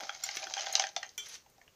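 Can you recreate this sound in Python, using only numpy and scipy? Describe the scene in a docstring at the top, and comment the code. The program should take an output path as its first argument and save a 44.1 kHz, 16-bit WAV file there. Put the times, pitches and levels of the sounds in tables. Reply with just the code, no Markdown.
"""Pellets tumbling in a plastic cup

Dry pellets slide and tumble inside a plastic cup after pouring, in a small tiled room.
Each knock is a click that rings the cup's hollow, its wall and the pellet itself, all fading sines.
Metal clinks are longer rings and pings are single sines; thin ticks and a foot's scuff are shaped noise.
Low bumps of hand and cup ring softly, and a dying noise echo and quiet background noise surround it all."""
import sys
import numpy as np
from scipy import signal
from scipy.fft import rfft, irfft
from scipy.io import wavfile
from scipy.ndimage import uniform_filter1d

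SR = 44100
rng = np.random.default_rng(int(sys.argv[2]) if len(sys.argv) > 2 else 0)


def store_wav(level_fs):
    """Save 16-bit WAV to argv[1]."""
    pcm = np.round(np.clip(np.atleast_2d(level_fs), -1, 1) * 32767)
    wavfile.write(sys.argv[1], SR, pcm.T.astype(np.int16))


def invert_db(level):
    """Linear amplitude ratio for a level in decibels (20 dB per decade), elementwise."""
    return 10 ** (np.asarray(level, dtype=float) / 20)


N = 77175   # length in samples

# ringing tones of the air in the cup, the cup wall and a pellet, before each spot shifts them:
# columns pitch_hz, level_db (relative), fade_s (time to fall by 60 dB)
HOLLOW_MODES = [(395, -17, 0.02), (589.6, -7.5, 0.038), (673, -4, 0.045), (782.2, 2.5, 0.045),
                (983, -9, 0.036)]
WALL_MODES = [(1215, -7, 0.0093), (1458, -13.5, 0.03), (1670, -9, 0.028), (2006, -2.5, 0.011),
              (2378, -1.5, 0.0091), (2821, -3.5, 0.01), (3248, -3, 0.014)]
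PELLET_MODES = [(3950, -1, 0.0058), (4500, -5, 0.013), (5140, -1.5, 0.013), (6020, -0.5, 0.0068),
                (6193, 4.5, 0.003)]
HOLLOW_RISE_S, WALL_RISE_S, PELLET_RISE_S = 0.002, 0.00095, 0.00034   # how slowly each swells in
HOLLOW_DETUNE, DETUNE = 0.024, 0.045   # typical pitch shift from spot to spot, as a share of the pitch


def rms_one(x):
    """Scale to an average strength (rms) of 1."""
    return x / np.sqrt(np.mean(x ** 2) + 1e-20)


def in_time(rows):
    """Turn a table of time and levels into smooth curves, one value per sample."""
    time_s, *columns = np.transpose(rows)
    return [np.interp(np.arange(N) / SR, time_s, column, right=-120) for column in columns]


def white_noise():
    """Noise with equal strength at all pitches."""
    return rng.standard_normal(N)


def low_pass(x, hz):
    """Keep what lies below hz, with a steep edge."""
    return signal.sosfilt(signal.butter(8, hz, fs=SR, output="sos"), x)


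def high_pass(x, hz, order):
    """Keep what lies above hz; a higher order gives a steeper edge."""
    return signal.sosfilt(signal.butter(order, hz, "high", fs=SR, output="sos"), x)


def clicks(start_s, gains):
    """Single-sample clicks at given times."""
    return np.bincount((np.asarray(start_s) * SR).astype(int), gains, N)[:N]


def ring(x, hz, fade_s, rise_s):
    """A click sets a sine ringing; a second, wider resonance lets it swell in."""
    turn = 2 * np.pi * hz / SR
    fade = invert_db(-60 / (fade_s * SR))
    rise = np.exp(-1 / (rise_s * SR))
    # the tiny offset keeps the filters away from extremely small numbers
    swell = signal.lfilter([1 - rise, 0, rise - 1], [1, -2 * rise * np.cos(turn), rise ** 2], x + 1e-18)
    return signal.lfilter([0, np.sin(turn)], [1, -2 * fade * np.cos(turn), fade ** 2], swell)


def strike(modes, start_s, db, rise_s, detune, spots=7):
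    """Blows take turns on several spots, each with shifted modes; mode strength and sign vary per blow."""
    spread_db = 3
    chance = rng.standard_normal((len(start_s), 2, len(modes)))
    spot = np.arange(len(start_s)) % spots
    shift = 1 + detune * rng.standard_normal((spots, len(modes)))
    out = 0
    for k, (hz, level_db, fade_s) in enumerate(modes):
        gains = invert_db(db + level_db + spread_db * chance[:, 0, k]) * np.sign(chance[:, 1, k])
        for j in range(spots):
            here = clicks(start_s[spot == j], gains[spot == j])
            out = out + ring(here, hz * shift[j, k], fade_s, rise_s)
    return out


def coloured(points):
    """Noise whose strength at each pitch follows a table, scaled to rms 1."""
    hz, db = np.transpose(points)
    pitch_hz = np.arange(N // 2 + 1) * SR / N + 1   # the 1 avoids the logarithm of zero
    gain = invert_db(np.interp(np.log(pitch_hz), np.log(hz), db))
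    return rms_one(irfft(rfft(white_noise()) * gain, N))


def bursts(start_s, db, fade_s, low_hz):
    """Puffs of noise above low_hz that start at once and die away."""
    fade = invert_db(-60 / (fade_s * SR))
    shape = signal.lfilter([1], [1, -fade], clicks(start_s, invert_db(db)) + 1e-18)
    return shape * high_pass(white_noise(), low_hz, order=4)


def background():
    """Steady quiet noise with its own balance of low and high."""
    # colour of the background: pitch_hz, level_db (per Hz, relative)
    background_colour = [(12, -40.5), (20, -3.5), (144, -4), (282, -9), (427, -5), (1070, -11.5),
                         (3350, -16.5), (6360, -14.5), (10500, -28), (15500, -17.5)]
    return invert_db(-67) * coloured(background_colour)


def tumble():
    """Many small contacts at random times ring the cup, with a thin hiss of sliding on top."""
    # strength of the tumbling between knocks: time_s, hollow_db, wall_db, pellet_db (rms)
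    tumble_levels = [(0, -40.5, -52, -50), (.07, -56.5, -60, -54.5), (.2, -65, -61.5, -57.5),
                     (.3, -59.5, -53, -47), (.47, -53, -52, -50.5), (.51, -61, -68, -56),
                     (.58, -53.5, -46.5, -47.5), (.7, -51, -53.5, -50), (.8, -48.5, -45.5, -51),
                     (.88, -59.5, -59.5, -66), (.94, -72.5, -77, -69), (1.05, -60, -61.5, -78),
                     (1.16, -90, -78, -65)]
    contacts_per_s, length_s = 1100, 1.17
    size_spread_db, clump_db = 2.2, 3.5
    colour_db = 3.0   # how unevenly a small contact shares out to hollow, wall and pellet
    hiss_db, hiss_follows = -72, 0.43   # hiss at a pellet level of -50 dB; share of that level's swing

    start_s = rng.random(int(contacts_per_s * length_s)) * length_s
    size_db = size_spread_db * np.minimum(rng.exponential(1, len(start_s)), 3.5)
    # contacts close in time grow stronger or weaker together
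    size_db = size_db + clump_db * np.interp(start_s, np.arange(80) / 60, rng.standard_normal(80))

    hollow_db, wall_db, pellet_db = in_time(tumble_levels)
    parts = [(hollow_db, HOLLOW_MODES, HOLLOW_RISE_S, HOLLOW_DETUNE),
             (wall_db, WALL_MODES, WALL_RISE_S, DETUNE),
             (pellet_db, PELLET_MODES, PELLET_RISE_S, DETUNE)]
    out = 0
    for level_db, modes, rise_s, detune in parts:
        blow_db = size_db + colour_db * rng.standard_normal(len(start_s))
        out = out + invert_db(level_db) * rms_one(strike(modes, start_s, blow_db, rise_s, detune))
    hiss = rms_one(high_pass(white_noise(), 7200, order=6))
    return out + invert_db(hiss_db + hiss_follows * (pellet_db + 50)) * hiss


def knocks():
    """Single pellets hit the cup; the wall also rings at a pitch set by where it is hit."""
    # pellet knocks: start_s (before a fixed delay), click_db, hollow_db and wall_db (relative to
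    # the click), wall_pitch_hz
    knock_table = [(0.0044, -39, -11, 0, 1410), (0.0338, -35, -15.5, -6.5, 1380),
                   (0.0682, -37.5, -18.5, -9, 1320), (0.0922, -35, -3.5, 5.5, 1415),
                   (0.1476, -34, -26, -9, 2180), (0.2882, -26.5, -18, -7, 2090),
                   (0.3687, -23.5, -27, -8.5, 2700), (0.4274, -37.5, -1.5, 1, 2420),
                   (0.4684, -36, -7, 0, 1450), (0.5072, -45, 0, 4, 950), (0.5368, -21.5, -26, -12, 3230),
                   (0.5664, -34, 1, -2, 1540), (0.5934, -30, -9.5, -8.5, 2980),
                   (0.577, -34.5, -15.5, 0.5, 3200), (0.607, -27, -29, -12.5, 2960),
                   (0.6605, -29.5, -26, -12, 4500), (0.6664, -43, 7, 10, 3420),
                   (0.680, -32.5, -25.5, -15, 2550), (0.7522, -8.5, -32.5, -17.5, 2830),
                   (0.7784, -40, -1, 2, 960), (0.7951, -14, -14, -10, 2926), (0.8195, -28.5, -17, -6, 3410),
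                   (0.838, -25, -6.5, -3.5, 1640), (0.8675, -30, -33, -8, 1610),
                   (0.8884, -34.5, -16.5, -24, 1600), (0.9627, -19, -12.5, -8, 3493),
                   (1.0287, -28.5, -14, -3, 1865), (1.0904, -38.5, -46, -30, 3080),
                   (1.4608, -62, 5.5, 4.5, 875), (1.5794, -55, -3, -12.5, 840), (1.6134, -58, 2.5, 5, 1790),
                   (1.6771, -63, -6, 9.5, 2864)]
    start_s, db, hollow_db, wall_db, wall_hz = np.transpose(knock_table)
    start_s = start_s + 0.001009   # every knock sounds about 1 ms after its listed time
    hollow = strike(HOLLOW_MODES, start_s, db + hollow_db, HOLLOW_RISE_S, HOLLOW_DETUNE)
    wall = strike(WALL_MODES, start_s, db + wall_db, WALL_RISE_S, DETUNE)
    for s, level_db, hz in zip(start_s, db + wall_db + 5.5, wall_hz):
        wall = wall + ring(clicks([s], [invert_db(level_db)]), hz, 0.011, WALL_RISE_S)

    # a pellet rolls over and touches again within 1.8 ms
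    roll_s = 0.0018 * rng.random(len(start_s))
    pellet = strike(PELLET_MODES, start_s + roll_s, db - 5.5, PELLET_RISE_S, DETUNE)
    # the hard edge of each knock
    snap = ring(clicks(start_s, invert_db(db + 3)), 5886, 0.0022, PELLET_RISE_S)
    treble = bursts(start_s, db - 35, 0.014, low_hz=7540)
    # neighbours shaken loose by a knock
    rattle = low_pass(bursts(start_s + 0.0035, db - 17.5, 0.07, low_hz=2600), 6900)
    return hollow + wall + pellet + snap + treble + rattle


def ticks():
    """Thin bright ticks, each a short puff of high noise."""
    # ticks: start_s, level_db, fade_s, lowest_hz
    tick_table = [(.008, -47.5, 0.017, 8800), (.36, -44, 0.024, 7000), (0.3688, -42, 0.015, 6800),
                  (0.469, -53, 0.016, 7000), (0.7265, -42, 0.057, 5270), (1.286, -51, .04, 5000),
                  (1.499, -59, 0.021, 4500)]
    return sum(bursts([s], [db], fade_s, low_hz) for s, db, fade_s, low_hz in tick_table)


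def bumps():
    """Soft low bumps of hand and cup, each a low ring set off by four loose nudges."""
    # bumps: start_s, pitch_hz, level_db, fade_s
    bump_table = [(.02, 323, -51, 0.035), (0.36, 137, -61, 0.11), (0.36, 320, -46, 0.03),
                  (0.458, 332, -55, 0.069), (0.779, 99.5, -63.5, 0.37), (1.672, 99.4, -64.5, 0.14)]
    out = 0
    for s, hz, db, fade_s in bump_table:
        nudge_s = s + 0.015 * rng.random(4)
        pushes = invert_db(db) * np.array([1, -1, 1, -1])   # two pushes each way, in random order
        out = out + ring(clicks(nudge_s, pushes), hz, fade_s, rise_s=0.00037)
    return out


def clinks():
    """Metal rings with clean modes that a touch soon damps; noise and clatter join each blow."""
    # blows on metal: start_s, level_db
    bright_clinks = [(.2368, -30.5)]
    long_clinks = [(1.1778, -34.5)]
    # ringing tones of the metal: pitch_hz, level_db (relative), fade_s (before the damping)
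    bright_metal = [(1420, -11, 0.034), (2116, -15, 0.096), (3380, -10, 0.032), (4320, -8, 0.082),
                    (5620, 5, 0.026), (7140, 4, 0.025), (9012, -10.5, 0.033), (12200, -29, 0.034),
                    (13490, -6, 0.011)]
    long_metal = [(417.4, -29, 0.2), (1444, -18.5, 0.22), (1610, -38, 0.13), (2060, -18, 0.14),
                  (2350, -6, 0.17), (3140, -8, 0.28), (3420, -7, 0.22), (4900, -31, 0.098),
                  (5810, -0.5, 0.1), (6260, -6.5, 0.13), (6900, -1, 0.021), (7580, -16.5, 0.17),
                  (9510, -22, 0.18), (12500, -26, .06), (13630, -14, 0.051)]
    damped_after_s, damping_db_per_s = 0.07, 400
    twin_split, twin_db = 0.012, -7   # each mode has a close, weaker twin and beats with it

    out = 0
    for blows, modes in ((bright_clinks, bright_metal), (long_clinks, long_metal)):
        twins = [(hz * (1 + twin_split), level_db + twin_db, fade_s) for hz, level_db, fade_s in modes]
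        for s, db in blows:
            damped_s = np.maximum(np.arange(N) / SR - s - damped_after_s, 0)
            tone = sum(ring(clicks([s], [invert_db(db + level_db)]), hz, fade_s, rise_s=0.0016)
                       for hz, level_db, fade_s in [*modes, *twins])
            noise = bursts([s], [db - 3], 0.027, low_hz=7000)
            clatter = low_pass(bursts([s], [db - 9], 0.19, low_hz=820), 7000)
            out = out + invert_db(-damping_db_per_s * damped_s) * tone + noise + clatter
    return out


def pings():
    """Short fading sines: tag-like tinkles near 11 kHz, and brief clicks and a ring at 4 to 7 kHz."""
    # pings: start_s, pitch_hz, level_db, fade_s
    ping_table = [(0.345, 10900, -52, .02), (.40, 10600, -52, 0.028), (.7262, 6600, -21, 0.007),
                  (0.731, 4160, -40.5, 0.095), (1.286, 11100, -46, 0.041), (1.0575, 6470, -43, 0.0049),
                  (1.064, 6340, -36, 0.0066)]
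    return sum(ring(clicks([s], [invert_db(db)]), hz, fade_s, rise_s=0.00096) for s, hz, db, fade_s in ping_table)


def scuff():
    """A foot's gritty slide over the tiles: coloured noise whose level trembles quickly."""
    # strength of the slide: time_s, level_db
    scuff_levels = [(1.2, -66), (1.245, -57), (1.263, -47.5), (1.28, -57), (1.291, -49), (1.311, -54.5),
                    (1.327, -49), (1.355, -46.5), (1.375, -62), (1.42, -71.5), (1.45, -101)]
    # colour of the slide: pitch_hz, level_db (per Hz, relative)
    scuff_colour = [(300, -65), (431, -16), (835, -19), (1420, -12), (5300, -8), (6050, -2.5),
                    (7500, -20.5), (15500, -32.5)]
    db, = in_time(scuff_levels)
    grain_db = 1.5 * rms_one(uniform_filter1d(white_noise(), size=120))
    started = np.arange(N) / SR > scuff_levels[0][0]
    return invert_db(db + grain_db) * coloured(scuff_colour) * started


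def room(x):
    """Dense echo of the tiled room: dying noise serves as the pattern of reflections."""
    t60_s, level_db = 0.18, -7
    t = np.arange(SR // 2) / SR
    tail = rng.standard_normal(len(t)) * invert_db(-60 * t / t60_s)
    tail = tail * np.clip(t / 0.0014, 0, 1)   # the echo builds up over 1.4 ms
    return invert_db(level_db) * signal.fftconvolve(x, tail / np.sqrt(np.sum(tail ** 2)))[:N]


def scene():
    """All sources and their echo in the room, over quiet background noise."""
    thin_knocks = high_pass(knocks(), 480, order=2)   # the light cup gives little bass
    near = tumble() + thin_knocks + ticks() + bumps() + clinks() + pings() + scuff()
    return (near + room(near) + background())[None]


def band_limit(x):
    """A steep low-pass at the top of the band."""
    return signal.sosfilt(signal.butter(12, 16410, fs=SR, output="sos"), x)


def record(dry):
    """The small microphone resonates and lifts the lower treble; then the top is cut off."""
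    peak_hz, peak_width_hz, peak_gain = 6430, 580, 0.44
    fade = np.exp(-np.pi * peak_width_hz / SR)
    turn = 2 * np.pi * peak_hz / SR
    peak = signal.lfilter([(1 - fade ** 2) / 2, 0, (fade ** 2 - 1) / 2],
                          [1, -2 * fade * np.cos(turn), fade ** 2], dry)
    top_cut = signal.cheby2(12, 30, 15500, fs=SR, output="sos")   # 30 dB down from 15500 Hz up
    finished = signal.sosfilt(top_cut, dry + peak_gain * peak)
    return band_limit(finished)


dry = scene()
out = record(dry)
store_wav(out)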